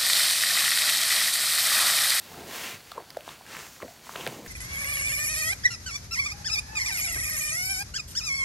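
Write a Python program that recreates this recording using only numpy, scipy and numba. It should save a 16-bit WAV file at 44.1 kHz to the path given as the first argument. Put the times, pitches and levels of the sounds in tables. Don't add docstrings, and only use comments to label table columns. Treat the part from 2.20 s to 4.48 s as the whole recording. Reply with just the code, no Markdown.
import sys
import numpy as np
from scipy import signal
from scipy.fft import rfft, irfft
from scipy.io import wavfile
from scipy.ndimage import uniform_filter1d
from numba import njit

SR = 44100
rng = np.random.default_rng(int(sys.argv[2]) if len(sys.argv) > 2 else 0)


def wav_record(signal):
    frames = np.transpose(np.atleast_2d(signal))
    bounded = np.clip(frames, -1, 1)
    quanta = np.round(bounded * 32767).astype(np.int16)
    wavfile.write(sys.argv[1], SR, quanta)


N = 100415


def undb(db):
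    return 10 ** (np.asarray(db) / 20)


def unit(x):
    return x / np.sqrt(np.mean(x ** 2) + 1e-20)


def since(start_s):
    return np.maximum(np.arange(N) / SR - start_s, 0)


def noise():
    return rng.standard_normal(N)


@njit
def svf(x, hz, width):
    y, band_state, low_state = np.empty(len(x)), 0., 0.
    for i in range(len(x)):
        g = np.tan(np.pi * hz[i] / SR)
        v = (band_state + g * (x[i] + 1e-18 - low_state)) / (1 + g * (g + width))
        band_state = 2 * v - band_state
        low_state = low_state + 2 * g * v
        y[i] = width * v
    return y


def band(x, hz, width):
    centre_hz = np.clip(hz * np.ones(N), 30, .44 * SR)
    return svf(x, centre_hz, float(width))


def double_band(x, hz, width):
    return band(band(x, hz, width), hz, width)


def one_pole(x, hz, kind):
    return signal.sosfilt(signal.butter(1, hz, kind, fs=SR, output="sos"), x)


def colour(x, points):
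    hz, db = np.array(points).T
    f = np.maximum(np.arange(N + 1) * SR / (2 * N), 1)
    gain = undb(np.interp(np.log(f), np.log(hz), db))
    return unit(irfft(rfft(x, 2 * N) * gain)[:N])


def grains(rate_per_s, scatter_db):
    size = undb(scatter_db * np.minimum(rng.exponential(size=N), 5))
    return unit((rng.random(N) < rate_per_s / SR) * size * np.sign(noise()))


def walk(rate_per_s):
    k = int(SR / rate_per_s)
    steps = np.repeat(noise()[:N // k + 1], k)
    return unit(uniform_filter1d(steps, k)[:N])


def swell(start_s, rise_s, hold_s, fall_s):
    up = np.clip(since(start_s) / rise_s, 0, 1)
    down = np.clip(1 - since(start_s + rise_s + hold_s) / fall_s, 0, 1)
    return up * down ** 1.14


# frequency in Hz, gain in dB.
HISS_SPECTRUM = [(15, -58), (25, -4), (148, 0), (215, -3.5), (389, -6.5), (457, -8), (782, -3.5),
                 (1050, -10.5), (1660, -8), (1800, -14), (2010, -11), (3000, -12), (3440, -11),
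                 (11500, -18), (15500, -18.5)]
HISS_DB = -52
SHIMMER_HZ, SHIMMER_WIDTH, SHIMMER_DB = 4450, 0.063, -65.5


def outdoor_hiss():
    drift_db = .5 * walk(5.56)
    hiss = undb(HISS_DB + drift_db) * colour(noise(), HISS_SPECTRUM)
    return hiss + undb(SHIMMER_DB) * unit(band(noise(), SHIMMER_HZ, SHIMMER_WIDTH))


# frequency in Hz, gain in dB.
LEAF_SPECTRUM = [(60, -37), (150, -6.5), (300, -2.5), (500, -1.5), (750, -2), (1000, 0.5), (2600, 0),
                 (4000, -3.5), (7000, -4.5), (10000, -9), (15500, -9)]
# start in seconds, rise in seconds, hold in seconds,
# fall in seconds, level in dB, treble gain in dB, crackle resonance in Hz, resonance level in dB.
SWISHES = [(-.15, 0.22, 0.38, 0.37, -50, 4, 4200, -12.5),
           (0.248, 0.11, 0.062, 0.16, -39.5, -1.5, 3060, -21),
           (0.398, 0.064, 0.084, 0.038, -44, -7.5, 2380, -4.5),
           (0.64, 0.07, 0.039, .05, -54.5, -6, 2900, -14.5), (1.022, 0.063, 0.023, 0.1, -46, -8, 2430, -26),
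           (1.251, 0.076, 0.021, 0.16, -40, -11, 1390, -16.5),
           (1.352, 0.074, .04, 0.32, -53, 8, 6460, -6.5), (1.62, 0.094, .05, 0.1, -62, 8, 6540, -8),
           (1.809, 0.069, 0.26, 0.19, -48.5, 2.5, 6430, -13),
           (1.943, 0.038, 0.024, 0.16, -47, -3, 2740, -3), (2.236, .03, .03, .05, -54, 8, 2020, -4)]
LEAF_GRAINS_PER_S, LEAF_SCATTER_DB, LEAF_HISS_DB = 5000, 1.5, -1.5
LEAF_SPLIT_HZ, LEAF_BAND_WIDTH = 8800, 0.73


def leaves():
    crackle = grains(LEAF_GRAINS_PER_S, LEAF_SCATTER_DB)
    rustle = colour(crackle + undb(LEAF_HISS_DB) * noise(), LEAF_SPECTRUM)
    body = one_pole(rustle, LEAF_SPLIT_HZ, "low")
    treble = rustle - body
    out = np.zeros(N)
    for start_s, rise_s, hold_s, fall_s, db, treble_db, hz, ring_db in SWISHES:
        ring = unit(double_band(crackle, hz, LEAF_BAND_WIDTH))
        swish = body + undb(treble_db) * treble + undb(ring_db) * ring
        out += undb(db) * swell(start_s, rise_s, hold_s, fall_s) * swish
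    flutter_db = 0.69 * walk(40.56)
    return out * undb(flutter_db)


TICKS_PER_S, TICK_DB, TICK_HZ, TICK_WIDTH = 60, -61, 1490, 1.64


def ticks():
    clicks = grains(TICKS_PER_S, scatter_db=2.9)
    return undb(TICK_DB) * unit(double_band(clicks, TICK_HZ, TICK_WIDTH))


# start in seconds, rise in seconds, hold in seconds,
# fall in seconds, level in dB, mouth resonance at the start in Hz, its fall in octaves per second.
GRINDS = [(0.022, 0.19, .07, .11, -44.5, 807, 1.5), (0.313, 0.021, 0.045, 0.07, -52.5, 860, 0.61),
          (0.744, 0.02, 0.043, 0.031, -45, 1020, 10.2), (0.883, 0.012, 0.065, 0.052, -59.5, 850, 4.4),
          (1.608, 0.014, 0.014, 0.043, -44.5, 623, 7.8), (1.918, 0.07, 0.033, 0.054, -42.5, 785, .5),
          (2.041, 0.016, 0.093, 0.4, -45, 774, 4.4)]
GRIND_GRAINS_PER_S, GRIND_WIDTH = 820, 0.79
MOUTH_LOW_RATIO, MOUTH_LOW_DB = 0.61, -0.5


def jaws():
    crush = grains(GRIND_GRAINS_PER_S, scatter_db=-2.2)

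    def ring(hz):
        return unit(double_band(crush, hz, GRIND_WIDTH) / np.sqrt(hz))

    out = np.zeros(N)
    for start_s, rise_s, hold_s, fall_s, db, hz, octaves_per_s in GRINDS:
        stroke_s = np.minimum(since(start_s), rise_s + hold_s + fall_s)
        mouth_hz = hz * 2 ** (-octaves_per_s * stroke_s)
        mouth = unit(ring(mouth_hz) + undb(MOUTH_LOW_DB) * ring(MOUTH_LOW_RATIO * mouth_hz))
        out += undb(db) * swell(start_s, rise_s, hold_s, fall_s) * mouth
    return out


# start in seconds, rise in seconds,
# hold in seconds, fall in seconds, level in dB.
BUMPS = [(0.063, 0.095, 0.095, 0.12, -50.5), (0.505, 0.014, 0.0077, 0.07, -50.5),
         (0.912, .025, 0.053, .05, -59.5), (1.065, 0.015, 0.034, 0.063, -59),
         (1.325, 0.025, .02, 0.07, -54), (1.615, .015, .02, 0.066, -49), (1.853, 0.21, .06, .3, -49)]
BUMP_HZ, BUMP_WIDTH = 140, 1.5


def heap():
    thud = unit(double_band(noise(), BUMP_HZ, BUMP_WIDTH))
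    return thud * sum(undb(db) * swell(*shape) for *shape, db in BUMPS)


# start in seconds, starting pitch in Hz, peak level in dB,
# swell time in ms.
POPS = [(0.143, 1500, -38, 1.4), (.7185, 1430, -30.5, 1.5), (.7180, 790, -36.5, 1.3),
        (.7780, 1132, -24.5, 1.9), (.7785, 545, -30, 2.3), (.8010, 370, -52, 5), (.9683, 950, -33, 0.98),
        (0.9686, 1770, -34.5, 0.79), (0.9704, 654, -21, 1.77), (.9835, 640, -59, 1.3),
        (1.0783, 930, -25, 0.47), (1.0918, 1070, -33, 1), (1.2103, 870, -37, 1.1), (1.3487, 1300, -31, .8),
        (1.6022, 1240, -33.5, 0.88), (1.6190, 1370, -37, 2), (1.6250, 1170, -37, 0.97),
        (1.6302, 670, -29.5, 1.7), (1.6290, 334, -38.5, 1.9), (1.6450, 610, -39, 3.1),
        (1.6785, 843, -41.5, 5.8), (1.7060, 836, -49, 3), (1.8690, 1070, -38.5, 1.4),
        (1.8935, 1120, -24, 0.59), (1.9570, 1420, -21.5, 0.47), (1.9580, 654, -30.5, 1.5),
        (2.0654, 1760, -20, 0.56), (2.0672, 556, -24, 1.7), (2.0755, 760, -24.5, 1.16),
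        (2.0770, 148, -40, 7.2)]
POP_SAG, POP_SAG_CYCLES = 0.21, 3.2
POP_SHAPE, POP_FIZZ_DB = 1.57, -30


def pops():
    out, fizz = np.zeros(N), unit(band(noise(), 3000, 4.0))
    for start_s, hz, db, swell_ms in POPS:
        t = since(start_s)
        cycles, age = hz * t, t * 1000 / swell_ms
        sagging = POP_SAG_CYCLES * (1 - np.exp(-cycles / POP_SAG_CYCLES))
        phase = (1 - POP_SAG) * cycles + POP_SAG * sagging
        envelope = (age * np.exp(1 - age)) ** POP_SHAPE
        out += undb(db) * envelope * (np.sin(2 * np.pi * phase) + undb(POP_FIZZ_DB) * fizz)
    return out


# start in seconds, starting pitch in Hz, level in dB, decay in ms,
# bright crack in dB relative to the ring.
SNAPS = [(0.31, 3980, -43, 0.97, -8.5), (0.7161, 3950, -37, 1.4, -4), (0.7183, 4374, -28.5, 0.84, -16),
         (0.9041, 5160, -30, 1.24, -11), (.9049, 2270, -37, 0.87, -10), (0.971, 4900, -38.5, 0.72, 3.5),
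         (1.0076, 2840, -31, 0.6, -10), (1.0905, 3650, -29, 1.4, -16), (1.2650, 2000, -35.5, 1.4, -10),
         (1.351, 2480, -27.5, 0.75, -17), (1.368, 2980, -22, 0.48, -11), (1.6200, 2500, -35, 2.5, -16),
         (1.6250, 2210, -28.5, 1.34, -15), (1.9604, 2950, -20, 0.57, -17), (2.01, 2950, -27, 1.3, -16),
         (2.0657, 3600, -20, 0.69, -14), (2.0748, 3230, -21, 1.34, -5.5), (2.262, 2100, -35.5, 3.7, -6)]
SNAP_ROUGH, SNAP_SAG, SNAP_CRACK_HZ = 0.15, 0.23, 4030


def snaps():
    out, rough = np.zeros(N), walk(3000)
    crack = unit(one_pole(noise(), SNAP_CRACK_HZ, "high"))
    for start_s, hz, db, decay_ms, crack_db in SNAPS:
        t = since(start_s)
        fade = (t > 0) * np.exp(-t / (decay_ms / 1000))
        pitch_hz = hz * (1 - SNAP_SAG * (1 - fade) + SNAP_ROUGH * rough) * (t > 0)
        ring = np.sin(2 * np.pi * np.cumsum(pitch_hz) / SR)
        out += undb(db) * fade * (ring + undb(crack_db) * crack)
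    return out


ECHO_DB, ECHO_T60_S, ECHO_HZ, ECHO_WIDTH = -19, 0.17, 940, 2.2


def yard(x):
    tail = band(noise(), ECHO_HZ, ECHO_WIDTH) * undb(-60 * since(0) / ECHO_T60_S)
    tail = tail / np.sqrt(np.sum(tail ** 2))
    return x + undb(ECHO_DB) * signal.fftconvolve(x, tail)[:N]


def scene():
    hiss = outdoor_hiss()
    feeding = pops() + snaps() + leaves() + ticks() + jaws() + heap()
    mono = yard(feeding) + hiss
    return np.array([mono, mono])


LOW_CUT_HZ, TOP_HZ = 44, 15800


def record(dry):
    dry = signal.sosfilt(signal.butter(6, LOW_CUT_HZ, "high", fs=SR, output="sos"), dry)
    return signal.sosfilt(signal.ellip(10, .2, 80, TOP_HZ, fs=SR, output="sos"), dry)


dry = scene()
out = record(dry)
wav_record(out)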